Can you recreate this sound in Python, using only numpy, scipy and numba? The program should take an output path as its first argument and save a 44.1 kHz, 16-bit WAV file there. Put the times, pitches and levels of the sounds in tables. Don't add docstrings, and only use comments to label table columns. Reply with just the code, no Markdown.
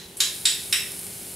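import sys
import numpy as np
from scipy import signal
from scipy.fft import rfft, irfft, next_fast_len
from scipy.io import wavfile
from scipy.ndimage import uniform_filter1d
from numba import njit

SR = 44100
rng = np.random.default_rng(int(sys.argv[2]) if len(sys.argv) > 2 else 0)


def invert_db(x):
    u = np.asarray(x, float) / 20
    return 10 ** u


def bounce(signal):
    frames = np.transpose(np.atleast_2d(signal))
    limited = np.clip(frames, -1, 1)
    pcm = np.round(limited * 32767).astype(np.int16)
    wavfile.write(sys.argv[1], SR, pcm)


N = 59535
LEAD_S = 0.2


def curve(hz, table):
    points = np.array(table, float)
    return np.interp(np.log(np.maximum(hz, 1)), np.log(points[:, 0]), points[:, 1])


def colour(x, table):
    n = next_fast_len(x.shape[-1])
    hz = np.arange(n // 2 + 1) * SR / n
    return irfft(rfft(x, n) * invert_db(curve(hz, table)), n)[..., :x.shape[-1]]


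def level(x, db):
    return x * invert_db(db) / np.sqrt(np.mean(x ** 2))


def timeline(table):
    points = np.array(table, float)
    return invert_db(np.interp(np.arange(N) / SR, points[:, 0], points[:, 1]))


# f/Hz, level/dB
FAN_SPECTRUM = [(15, -34), (25, -17), (84, 0), (223, -3), (285, -6), (818, -11), (911, -13.5), (1260, -19),
                (1370, -19), (3340, -13.5), (4030, -14.5), (4610, -18.5), (16000, -23.5)]
# f/Hz, level/dB
FAN_SIDE = [(60, -32), (130, -27), (290, -13.5), (640, -8.5), (1410, -1.5), (3100, -8.5), (6820, -6),
            (15000, -60)]
# f/Hz, rms level/dB, width/Hz (twice the rms frequency wander)
FAN_TONES = [(175.7, -55.5, 6.2), (350.2, -58, 9.3), (397.3, -55, 4.4)]
# t/s, level/dB
FAN_SWELL = [(0, -2.5), (.5, -1), (.9, 0), (1.35, -0.5)]


def fan():
    air = level(colour(rng.standard_normal((2, N)), FAN_SPECTRUM), -45.5)
    mid, side = air[0], colour(air[1], FAN_SIDE)
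    t = np.arange(N) / SR
    for hz, db, width_hz in FAN_TONES:
        drift = level(uniform_filter1d(rng.standard_normal(N), int(SR / 20)), 0)
        cycles = hz * t + width_hz / 2 * np.cumsum(drift) / SR
        mid = mid + invert_db(db) * np.sqrt(2) * np.sin(2 * np.pi * cycles)
    return np.array([mid, side]) * timeline(FAN_SWELL)


# f/Hz, t60/s
ROOM_T60 = [(800, 0.48), (1500, 0.48), (3000, 0.44), (5500, 0.45), (8000, 0.31), (13000, 0.28)]
# f/Hz, level/dB
ROOM_SIDE = [(60, -25), (120, -23), (240, -20), (480, -26), (950, -9), (1890, -8.5), (3770, -8),
             (7520, -10.5), (15000, -64)]
FIRST_ECHO_S, ECHO_SPIKE_DB = 0.00078, 3
EARLY_DB, EARLY_S = 3.5, 0.0016


def room(dry):
    t = np.arange(int(0.8 * SR)) / SR
    arrived = t > FIRST_ECHO_S
    spikes = invert_db(ECHO_SPIKE_DB * rng.standard_normal(len(t)))
    echoes = rng.standard_normal((2, len(t))) * spikes * arrived
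    echoes = echoes * (1 + invert_db(EARLY_DB) * np.exp(-t / EARLY_S))

    log_hz = np.log(np.maximum(np.fft.rfftfreq(len(t), 1 / SR), 1))
    log_centres = np.log([hz for hz, _ in ROOM_T60])
    tail = 0
    for k, (_, t60) in enumerate(ROOM_T60):
        share = np.interp(log_hz, log_centres, np.arange(len(log_centres)) == k)
        fading = echoes * invert_db(-60 * t / t60)
        tail = tail + irfft(rfft(fading) * share, len(t))
    tail = tail / np.sqrt(np.sum(tail[0] ** 2)) * arrived
    wet = signal.fftconvolve(dry[None], tail, axes=1)[:, :len(dry)]
    return np.array([wet[0], colour(wet[1], ROOM_SIDE)])


# f/Hz, level/dB
SIZZLE_SPECTRUM = [(880, -25), (1500, -10.5), (1810, -15), (2160, -8), (3410, -11), (4780, -6.5),
                   (5880, -9.5), (8320, 0.5), (10900, 3.5), (16000, -13.5)]
# t/s, level/dB
SIZZLE_LEVEL = [(0, -54.5), (.165, -53), (.169, -40.5), (.2, -42.5), (.3, -39.5), (.45, -39), (.7, -38.5),
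                (.95, -39), (1.1, -40), (1.35, -40)]
# t/s, peak level/dB, f/Hz, t60/s
SPITS = [(.1705, -25.5, 8160, 0.012), (.176, -28, 11200, 0.012), (.1875, -28, 10600, .008),
         (.9187, -13.5, 10500, 0.0012), (.9915, -19, 10000, 0.0027)]
BUBBLES_PER_S, BUBBLE_SPREAD_DB = 2900, 2.5
HISS_DB = -1.5


def sizzle():
    burst = rng.random(N) < BUBBLES_PER_S / SR
    size_db = -BUBBLE_SPREAD_DB * np.log(1 - rng.random(N))
    pops = burst * invert_db(size_db) * rng.choice([-1, 1], N)
    hiss = invert_db(HISS_DB) * rng.standard_normal(N)
    oil = level(colour(level(pops, 0) + hiss, SIZZLE_SPECTRUM), 0) * timeline(SIZZLE_LEVEL)
    for s, db, hz, t60 in SPITS:
        since = np.maximum(np.arange(N) / SR - s, 0)
        oil = oil + invert_db(db - 60 * since / t60) * np.sin(2 * np.pi * hz * since)
    return oil


def click(table, count):
    hz = np.arange(count // 2 + 1) * SR / count
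    cepstrum = irfft(np.log(invert_db(curve(hz, table))), count)
    fold = np.r_[1, np.full(count // 2 - 1, 2), 1, np.zeros(count // 2 - 1)]
    out = irfft(np.exp(rfft(cepstrum * fold)), count)
    return out / np.sqrt(np.sum(out ** 2))


# t/s, relative level/dB, contact time constant/ms, click relative level/dB
KNOCKS = [(-0.12, -14, 0.18, 10.5), (0.2036, -11, 0.038, 16.5), (0.4543, -9, 0.073, 15),
          (0.7262, -10, 0.12, 14)]
# f/Hz, t60/s, then relative level/dB in each knock, which lands on another spot
METAL_MODES = [(1044, 0.02, -20, -23.5, -51, -39.5), (1533, 0.005, -30, -17.5, -14, -13),
               (1922, 0.0096, -8.5, -25, -10.5, -3.5), (2663, 0.011, -39, -21, -15, -6.5),
               (3234, 0.01, -19, -1, -0.5, -18), (3710, 0.019, -40, -7.5, -7, -9.5),
               (4026, 0.026, -5, -5, -13, -37), (4200, 0.01, -5, -16, -10.5, -44),
               (5450, 0.0088, -17, -13, -18, -10.5), (6390, 0.0077, -3.5, 0.5, -9, -37),
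               (7180, 0.027, -10, -9, -7, -15), (7800, .015, -9, -3.5, 0.5, -4),
               (8830, 0.012, -20, -14.5, -6, -15), (10000, 0.0099, -10, -2, -7.5, -4),
               (10800, 0.0053, -21, -18, -26, -27), (12860, 0.0087, -18, -7.5, -12, -5.5)]
# f/Hz, level/dB
CLICK_SPECTRA = [
    [(530, -54), (900, -15), (1910, -19), (2820, -7), (4060, -2.5), (4460, -5.5), (15000, -42)],
    [(410, -58), (700, -26), (1350, -16.5), (1670, -4.5), (2830, -7), (3800, 1.5), (6110, 2), (7130, -1.5),
     (8210, -6.5), (11800, -11), (12700, -8), (15000, -37)],
    [(410, -59), (700, -31.5), (952, -19), (1080, -30), (1570, -23), (2160, -9), (3760, 7.5), (4110, -2),
     (5170, 1.5), (6110, -6), (7410, -8.5), (15000, -25.5)],
    [(410, -60), (700, -28), (776, -48), (905, -18), (2660, -4), (3180, 1), (3800, 5.5), (4380, -18.5),
     (5240, 2), (6690, -14), (8980, -2.5), (15000, -34)],
]


def knocks():
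    out = np.zeros(N + int(LEAD_S * SR))
    t = np.arange(8192) / SR
    for k, (s, db, contact_ms, click_db) in enumerate(KNOCKS):
        ring = 0
        for j, mode in enumerate(METAL_MODES):
            hz, t60, mode_db = mode[0], mode[1], mode[2 + k]
            phase = np.pi * (j % 2)
            ring = ring + invert_db(mode_db - 60 * t / t60) * np.sin(2 * np.pi * hz * t + phase)
        ring = ring * (1 - np.exp(-t / (contact_ms / 1000)))
        crack = invert_db(click_db) * click(CLICK_SPECTRA[k], len(t))
        at = int((s + LEAD_S) * SR)
        out[at:at + len(t)] += invert_db(db) * (ring + crack)
    return out


# f/Hz, left - right level/dB
STOVE_BALANCE = [(500, -1), (1000, 0), (2000, -1), (4000, -1.9), (7000, 0.5)]
# f/Hz, left - right level/dB
FAN_BALANCE = [(60, 0.5), (110, -0.5), (200, 0.0), (380, -0.5), (700, -1), (1290, -1.5), (2380, 1),
               (4400, 0), (8120, -2), (15000, 0.5)]
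DIRECT_DB = -5
KNOCK_WET_DB, SIZZLE_WET_DB = 6, -2


def balance(mid, side, table):
    half = np.array(table) * [1, 0.5]
    return np.array([colour(mid + side, half), colour(mid - side, half * [1, -1])])


def scene():
    lead = int(LEAD_S * SR)
    metal, oil = knocks(), sizzle()
    sent = invert_db(KNOCK_WET_DB) * metal + invert_db(SIZZLE_WET_DB) * np.pad(oil, (lead, 0))
    mid, side = room(sent)[:, lead:]
    mid = mid + invert_db(DIRECT_DB) * metal[lead:] + oil
    air_mid, air_side = fan()
    return balance(mid, side, STOVE_BALANCE) + balance(air_mid, air_side, FAN_BALANCE)


@njit
def follow(x, up, down):
    envelope, e = np.empty(len(x)), 1e-4
    for i in range(len(x)):
        e += (x[i] - e) * (up if x[i] > e else down)
        envelope[i] = e
    return envelope


def top_cut(x):
    return signal.sosfilt(signal.butter(12, 16670, fs=SR, output="sos"), x)


GAIN_FROM_DB, GAIN_RATIO = -21.5, 1.073
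GAIN_ATTACK_S, GAIN_RELEASE_S = 0.0012, 0.022


def record(dry):
    envelope = follow(np.abs(dry).mean(0), 1 / (GAIN_ATTACK_S * SR), 1 / (GAIN_RELEASE_S * SR))
    held = dry * np.minimum(invert_db(GAIN_FROM_DB) / envelope, 1) ** (1 - 1 / GAIN_RATIO)
    rounded = np.tanh(1.242 * held) / 1.185
    low_pass = signal.ellip(8, 0.2, 30, 15700, fs=SR, output="sos")
    mix = signal.sosfilt(low_pass, rounded)
    return top_cut(mix)


dry = scene()
out = record(dry)
bounce(out)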